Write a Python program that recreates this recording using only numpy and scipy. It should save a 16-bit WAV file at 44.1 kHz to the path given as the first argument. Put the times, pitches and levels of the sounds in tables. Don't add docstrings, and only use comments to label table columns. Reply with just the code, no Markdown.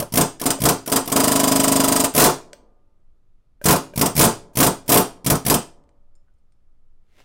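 import sys
import numpy as np
from scipy import signal
from scipy.fft import rfft, irfft
from scipy.io import wavfile

SR = 44100
rng = np.random.default_rng(int(sys.argv[2]) if len(sys.argv) > 2 else 0)


def write(x):
    x = np.atleast_2d(x).T
    wavfile.write(sys.argv[1], SR, np.round(np.clip(x, -1, 1) * 32767).astype(np.int16))


N = 319284

FORE, BACK = 625, 930
# start_s, hiss_db, pop_db, barrel_hz
STROKES = [(0.0004, -17, -16.5, FORE), (0.025, -29.5, -38, BACK), (0.1384, -15.5, -16, FORE),
           (0.156, -13, -20, FORE), (0.173, -3.5, -0.5, FORE), (0.207, -13, -4.5, BACK),
           (0.4145, -19.5, -14, FORE), (0.4373, -23.5, -38.5, BACK), (0.4565, -15, -6.5, FORE),
           (0.4992, -35, -10.5, FORE), (0.618, -16, -20.5, FORE), (0.6369, -13, -11, FORE),
           (0.6525, -13, -0.5, FORE), (0.6871, -6.5, -2.5, BACK), (0.8758, -20, -16, FORE),
           (0.8979, -22, -38, BACK), (0.9179, -14, -6, FORE), (0.9588, -11.5, -4.5, BACK),
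           (1.076, -19, -16.5, FORE), (1.0986, -23.5, -35, BACK), (1.1184, -15, -10, FORE),
           (1.1587, -15.5, -2, FORE), (2.149, -13, -11, FORE), (2.1627, -9.5, -13, FORE),
           (2.1768, -2.5, 2.7, BACK), (2.197, -4, 1, FORE), (2.2183, -6.5, 6, FORE),
           (2.2374, -15.5, -6.5, FORE), (2.2566, -15.5, 2.2, BACK), (3.6555, -9.5, -2.5, FORE),
           (3.683, -11, -0.6, FORE), (3.695, -11.5, 4, BACK), (3.7076, -16, -11, FORE),
           (3.7237, -7.5, -2.3, BACK), (3.9761, -15.5, -15.5, FORE), (3.9929, -17.5, -29, BACK),
           (4.0119, -5, -2, FORE), (4.0565, -17.5, -9, FORE), (4.1645, -14, -23.5, FORE),
           (4.1775, -9.5, -12, FORE), (4.192, 2, 4.5, FORE), (4.2078, -23.5, -1.5, BACK),
           (4.2263, -6.7, 2.5, FORE), (4.249, -5.5, -2.5, BACK), (4.571, -11, -12.5, FORE),
           (4.5868, -12.5, -9.5, FORE), (4.6019, -0.5, 2.8, FORE), (4.6267, -18.5, -1.5, FORE),
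           (4.6436, -9, -17.5, BACK), (4.665, -10, -3.5, FORE), (4.8916, -10.5, -5, FORE),
           (4.9176, -3, 3, FORE), (4.9416, -3.5, -2, FORE), (4.9564, -7.5, 4.3, BACK),
           (4.973, -2, -4, FORE), (5.2627, -11.5, -13.5, FORE), (5.2781, -22, -19.5, FORE),
           (5.3, -3.5, -4, FORE), (5.3188, -15, -6, BACK), (5.4639, -12, -13.5, FORE),
           (5.4809, -14.5, -14, FORE), (5.4999, -29, 0, FORE), (5.5239, -14.5, -27, BACK),
           (5.5403, -9.5, -7.5, FORE)]
# start_s, puff_db, thud_db, chisel_db, barrel_hz
BURSTS = [(0.122, -25, -16.5, -24.5, 870), (0.3967, -26.5, -35, -28.5, 1540),
          (0.602, -25, -15.5, -19.5, 940), (0.8602, -26.5, -31.5, -38.5, 1450),
          (1.056, -29.5, -25, -21, 910), (2.1375, -26, -22, -21.5, 1510), (3.6402, -19, -18, -17, 930),
          (3.9584, -24, -18, -20.5, 900), (4.1518, -24, -14, -24.5, 810),
          (4.5542, -24.5, -17.5, -24.5, 925), (4.8787, -22.5, -21, -6.5, 890),
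          (5.245, -26, -18, -25.5, 905), (5.4501, -23.5, -16.5, -12, 1570)]
# stroke_number, start_s
LONG_RUN = [(0, 1.1962), (3, 1.313), (7, 1.4731), (14, 1.7555), (17, 1.8769), (20, 1.9954), (21, 2.0375)]
RETURN_LAG_S = .021
# frequency_hz, density_db
HISS_SPECTRUM = [(500, -51), (1200, -18.5), (2200, -6.5), (4000, -16), (7000, -8.5), (10000, -1.5),
                 (13500, -4), (16000, -4.5)]
PUFF_SPECTRUM = [(500, -40), (1200, -17.5), (2200, -6.5), (4000, -8.5), (5600, -2), (7000, -9.5),
                 (10000, -2), (16000, -7)]
# pitch_hz, level_db, t60_s
THUD_MODES = [(85, -29.5, .1), (111, -15.5, 0.36), (151.7, 5, 0.12), (186, 3, 0.15), (228, 1.5, 0.14)]
# frequency_hz, density_db
BENCH_TOP_SPECTRUM = [(70, -32), (140, -4.5), (230, -6.5), (380, 2.5), (600, -3.5), (950, 0), (1400, -11.5),
                      (1800, -21), (3000, -27)]
LOOSE_TOOL_SPECTRUM = [(70, -31.5), (140, -2), (300, -3.5), (600, -2.5), (1000, -1.5), (1450, -5),
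                       (1800, -22), (3000, -30.5)]
# pitch_ratio, level_db, fall_s
BARREL_OVERTONES = [(3.051, -19, 0.0045), (4.85, -10.5, .005)]
# pitch_hz, level_db, t60_s
PORT_MODES = [(262, 0, .022), (480, -10, .02)]
# start_s, knock_db, hiss_db
TOOL_KNOCKS = [(0.025, -25, -68), (0.588, -30, -47.5), (2.532, -38, -64), (3.615, -34, -55),
               (3.937, -31.5, -55), (4.533, -59.5, -58), (4.86, -50.5, -52)]
# pitch_hz, level_db, t60_s
GRIP_MODES = [(583.3, 2.5, 0.042), (917, -11.5, 0.017), (1570, -11, .03), (2370, -17.5, .04),
              (2840, -25, .04), (5850, -30.5, .04), (11700, -23, .04)]
# start_s, crack_db, part_db
BLOWS = [(0.173, -7, -18.5), (0.2121, -11, -8.5), (0.4635, -13.5, -11.5), (0.5045, -13, -10.5),
         (0.6551, -7.5, -8), (0.6893, -8.5, -11.5), (0.9243, -11, -11.5), (0.9624, -9.5, -9.5),
         (1.1252, -18, -16), (1.1628, -7.5, -12.5), (2.1797, -5.5, -33), (2.1991, -0.4, -20),
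         (2.2197, -3.5, -23.5), (2.2399, 1.24, -29), (2.2605, -13.5, -9), (2.2977, -28, -39.5),
         (3.6608, -9, -11), (3.6852, -5, -25), (3.708, -3, -18), (3.761, -23, -23.5),
         (4.0149, -12.5, -10.5), (4.0617, -16, -16), (4.194, -10, -31), (4.211, 1, -8), (4.2395, -9.5, -4),
         (4.6019, -6.5, -21.5), (4.6287, -2.5, -22.5), (4.6708, -16.5, -12.5), (4.8998, -14.5, -15),
         (4.9238, -5, -7), (4.9429, -19, -29.5), (4.9736, -17, -7.5), (5.0007, -26, -29),
         (5.2707, -18, -18), (5.3048, -18.5, -20), (5.355, -24, -24), (5.4992, -5, -8), (5.5424, -21, -10)]
# frequency_hz, density_db
CRACK_SPECTRUM = [(600, -42), (1200, 5.5), (2200, -1), (3500, -2.5), (5500, 0), (8000, 2), (12000, -1),
                  (16000, -0.5)]
# pitch_hz, level_db, t60_s
PART_MODES = [(3150, -12, .03), (3480, -12, .04), (3870, -12, .03), (4890, -13, .03), (4985, -8.5, .045),
              (5270, -9, .025), (6065, -10, .045), (6550, -15, .03), (6870, -12, .05), (7170, -10, .045),
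              (7400, -6, .03), (7740, -7, .015), (8150, -1, .03), (8270, 0, .045), (8400, -9, .07),
              (8660, -12, .04), (9470, -15, .03), (9980, -15, .03)]
CHISEL_MODES = [(11520, -1, .08), (11910, -8, .05), (12450, -10, .04), (15050, -6, .09)]
SHEET_METAL_MODES = [(382, 0, 1.0), (571, -4, 1.6), (694, -8, .9), (770, -8, .9), (856, -8, 1.0),
                     (947, -8, .9), (1206, -10, 1.4), (1287, -8, 1.0)]
BENCH_MODES = [(200, -15.5, 0.078), (221, -8, 0.15), (255.2, -1, 0.14), (270, 0.5, 0.31), (691, -14.5, .08),
               (1085, 1, .07), (1277, -4.5, 0.099)]
# start_s, tick_db, ring_db
TOUCHES = [(2.5315, -32, -49), (5.8383, -63, -79), (5.891, -56.5, -80), (7.039, -80, -93)]
JINGLES = [(6.1535, -68, -65), (6.34, -90, -82), (6.385, -90, -80), (6.5218, -65, -80)]
# frequency_hz, density_db
TICK_SPECTRUM = [(500, -15), (1500, 21), (4000, 15), (8500, 13), (10000, -33), (16000, -25)]
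# pitch_hz, level_db, t60_s
LOOSE_BIT_MODES = [(4700, -10, .05), (5240, -3, .12), (7000, -4, .04), (7340, -7, .05), (8300, -6, .03),
                   (8700, -1, .04)]
# time_s, level_db
SLIDE_LEVELS = [(7.0, -96), (7.1, -76), (7.206, -57), (7.24, -63)]
# frequency_hz, density_db
SLIDE_SPECTRUM = [(120, -42.5), (200, -13), (263, -1), (479, -9), (575, -6), (1150, -13), (2060, -7),
                  (15500, -30)]
# frequency_hz, t60_s
ROOM_T60 = [(60, 0.2), (150, 0.11), (500, 0.2), (2000, 0.3), (7000, 0.27), (10000, 0.2), (16000, 0.13)]
# frequency_hz, level_db
ROOM_SPECTRUM = [(60, -2.5), (250, -6), (1000, -13), (4000, -8), (10000, -9), (16000, -21)]
# frequency_hz, density_db
RUMBLE_SPECTRUM = [(7.1, -32.5), (12, 6.5), (25, -16), (52, -19), (186, -36), (223, -39), (301, -41),
                   (394, -42.5), (1130, -53.5), (1240, -48.5), (1530, -57.5), (11500, -71), (16000, -80.5)]


def from_db(db):
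    return 10 ** (np.asarray(db) / 20)


def at_hz(points, hz):
    point_hz, values = np.transpose(points)
    return np.interp(np.log(hz), np.log(point_hz), values)


def butterworth(x, kind, hz, order=2):
    return signal.sosfilt(signal.butter(order, hz, kind, fs=SR, output="sos"), x)


def noise(spectrum, size=N):
    hz = np.maximum(np.arange(size // 2 + 1) * SR / size, 1)
    x = irfft(rfft(rng.standard_normal(size)) * from_db(at_hz(spectrum, hz)), size)
    return x / np.std(x)


def impulses(times, db):
    train = np.full(N, 1e-18)
    train[(np.asarray(times) * SR).astype(int)] = from_db(db)
    return train


def envelope(times, db, rise_s, fall_s):
    up, down = np.exp(-1 / (rise_s * SR)), np.exp(-1 / (fall_s * SR))
    decay = signal.lfilter([1], [1, -down], impulses(times, db))
    return signal.lfilter([1 - up], [1, -up], decay)


def struck(modes, times, db, spread_db):
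    out, chance = np.zeros(N), rng.standard_normal((len(times), len(modes)))
    for k, (hz, mode_db, t60) in enumerate(modes):
        radius, angle = from_db(-60 / (t60 * SR)), 2 * np.pi * hz / SR
        train = impulses(times, db + mode_db + spread_db * chance[:, k])
        out += signal.lfilter([0, np.sin(angle)], [1, -2 * radius * np.cos(angle), radius ** 2], train)
    return out


def run_times():
    number, start_s = np.transpose(LONG_RUN)
    return np.interp(np.arange(number[-1] + 1), number, start_s)


def with_run(singles, run_values, lag_s=0):
    times = run_times() + lag_s
    values = run_values + .5 * rng.standard_normal((len(times), len(run_values)))
    return np.vstack([singles, np.column_stack([times, values])]).T


def by_burst(times, in_burst, in_run):
    starts = np.transpose(BURSTS)[0]
    burst = np.maximum(np.searchsorted(starts, times, "right") - 1, 0)
    running = (times >= LONG_RUN[0][1]) & (times < LONG_RUN[-1][1] + RETURN_LAG_S)
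    return np.where(running, in_run, np.broadcast_to(in_burst, len(starts))[burst])


def exhaust_hiss(times, db):
    hiss = envelope(times, 1.2 * db, rise_s=.0027, fall_s=.0074) * noise(HISS_SPECTRUM)
    puff_db, pulls = db + 1.5, len(BURSTS)
    valve = envelope(times[:pulls], puff_db[:pulls], rise_s=.003, fall_s=.005)
    strokes = envelope(times[pulls:], puff_db[pulls:], rise_s=.0012, fall_s=.0035)
    return hiss + (valve + strokes) * noise(PUFF_SPECTRUM)


def bench_thud(times, pop_db):
    thud_db = by_burst(times, np.transpose(BURSTS)[2], in_run=-38.5) + .56 * pop_db
    return struck(THUD_MODES, times, thud_db, spread_db=3)


def bench_rattle(times, pop_db):
    jolts = impulses(times, pop_db + by_burst(times, in_burst=-9.5, in_run=-13))
    t, rise_s, t60_s, tools_db = np.arange(SR // 2) / SR, .005, .2, -6
    shape = (1 - np.exp(-t / rise_s)) ** 2 * from_db(-60 * t / t60_s)
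    top = signal.fftconvolve(jolts, shape * noise(BENCH_TOP_SPECTRUM, size=len(t)))[:N]
    tool_power = np.abs(signal.fftconvolve(jolts ** 2, shape ** 2)[:N])
    return top + from_db(tools_db) * np.sqrt(tool_power) * noise(LOOSE_TOOL_SPECTRUM)


def barrel_hoots(times, barrel_hz, pop_db):
    scatter = 1 + by_burst(times, in_burst=.04, in_run=0) * rng.standard_normal(len(times))
    hoot_db = by_burst(times, in_burst=-4.5, in_run=.5) + .55 * pop_db
    hoots = list(zip(times, barrel_hz * scatter, hoot_db))
    hoots += [(start_s + RETURN_LAG_S, BACK, -9) for start_s in run_times()]
    out, t = np.zeros(N + SR), np.arange(SR // 20) / SR
    rise, glide = (1 - np.exp(-t / .0047)) ** 2, t + 4 * t ** 2
    for start_s, start_hz, level_db in hoots:
        phase = 2 * np.pi * start_hz * glide
        tone = np.exp(-t / .006) * np.sin(phase)
        for ratio, overtone_db, fall_s in BARREL_OVERTONES:
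            tone += from_db(overtone_db) * np.exp(-t / fall_s) * np.sin(ratio * phase)
        at = int(start_s * SR)
        out[at:at + len(t)] += from_db(level_db) * rise * tone
    return out[:N]


def port_pops(times, pop_db):
    return butterworth(struck(PORT_MODES, times, pop_db, spread_db=2.15), "high", hz=182)


def air_strokes():
    openings = [(start_s, puff_db, puff_db - 11, hz) for start_s, puff_db, _, _, hz in BURSTS]
    events = np.vstack([openings, STROKES])
    times, hiss_db, pop_db, barrel_hz = with_run(events, run_values=(-16.5, -4.5, 601.3))
    hiss = exhaust_hiss(times, hiss_db)
    bench = bench_thud(times, pop_db) + bench_rattle(times, pop_db)
    return hiss + bench + barrel_hoots(times, barrel_hz, pop_db) + port_pops(times, pop_db)


def tool_knocks():
    times, knock_db, hiss_db = np.transpose(TOOL_KNOCKS)
    hiss = envelope(times, hiss_db, rise_s=.001, fall_s=.031) * noise(CRACK_SPECTRUM)
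    return hiss + struck(GRIP_MODES, times, knock_db, spread_db=3)


def chisel_blows():
    times, crack_db, part_db = with_run(BLOWS, run_values=(-11.5, -12), lag_s=.0065)
    chisel_db = .4 * crack_db + by_burst(times, np.transpose(BURSTS)[3], in_run=-36.5)
    knock_db = .22 * crack_db + by_burst(times, in_burst=-21.5, in_run=-21)
    crack = envelope(times, crack_db, rise_s=.00011, fall_s=.0099) * noise(CRACK_SPECTRUM)
    part = struck(PART_MODES, times, part_db, spread_db=1.5)
    chisel = struck(CHISEL_MODES, times, chisel_db, spread_db=3)
    sheet_metal = struck(SHEET_METAL_MODES, times, knock_db - 30, spread_db=1.5)
    bench = struck(BENCH_MODES, times, knock_db, spread_db=2.5)
    return crack + part + chisel + sheet_metal + bench


def light_contacts(contacts, modes):
    times, tick_db, ring_db = np.transpose(contacts)
    tick = envelope(times, tick_db, rise_s=.0005, fall_s=.0015) * noise(TICK_SPECTRUM)
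    return tick + struck(modes, times, ring_db, spread_db=3)


def hand_scuff(start_s=6.272, pitch_hz=1490, t60_s=.02):
    times = start_s + np.cumsum(rng.uniform(0, .008, size=6))
    return struck([(pitch_hz, 0, t60_s)], times, db=-70, spread_db=4)


def tip_slide(grain_samples=90, spread_db=3):
    times, db = np.transpose(SLIDE_LEVELS)
    grains = np.repeat(rng.standard_normal(N // grain_samples + 1), grain_samples)[:N]
    level_db = np.interp(np.arange(N) / SR, times, db, left=-140)
    return from_db(level_db + spread_db * grains) * noise(SLIDE_SPECTRUM)


def reverberation(direct, far_db=-63.5, far_t60_s=.98):
    t, white, echoes = np.arange(SR) / SR, rng.standard_normal((3, SR)), np.zeros(SR)
    for k, low_hz in enumerate(40 * 2 ** np.arange(0, 9, .5)):
        high_hz = min(low_hz * np.sqrt(2), 20000)
        centre_hz = np.sqrt(low_hz * high_hz)
        band = butterworth(white[k % 2], "band", [low_hz, high_hz])
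        t60 = at_hz(ROOM_T60, centre_hz)
        decay_energy = t60 * SR / np.log(1e6)
        echoes += band * from_db(at_hz(ROOM_SPECTRUM, centre_hz) - 60 * t / t60) / np.sqrt(decay_energy)
    echoes += butterworth(white[2], "low", hz=920) * from_db(far_db - 60 * t / far_t60_s)
    echoes *= np.clip((t - .002) / .0018, 0, 1)
    return signal.fftconvolve(direct, echoes)[:N]


def scene():
    direct = air_strokes() + chisel_blows()
    direct += light_contacts(TOUCHES, PART_MODES) + light_contacts(JINGLES, LOOSE_BIT_MODES)
    direct += hand_scuff() + tool_knocks() + tip_slide()
    sound = butterworth(direct + reverberation(direct), "high", hz=56)
    return (sound + from_db(-50.5) * noise(RUMBLE_SPECTRUM))[None]


def record(dry):
    ceiling, hardness, cutoff_hz = .37, 4, 16100
    saturated = dry / (1 + np.abs(dry / ceiling) ** hardness) ** (1 / hardness)
    centred = butterworth(saturated, "high", hz=3, order=1)
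    return signal.sosfiltfilt(signal.cheby2(12, 22, cutoff_hz, fs=SR, output="sos"), centred)


dry = scene()
out = record(dry)
write(out)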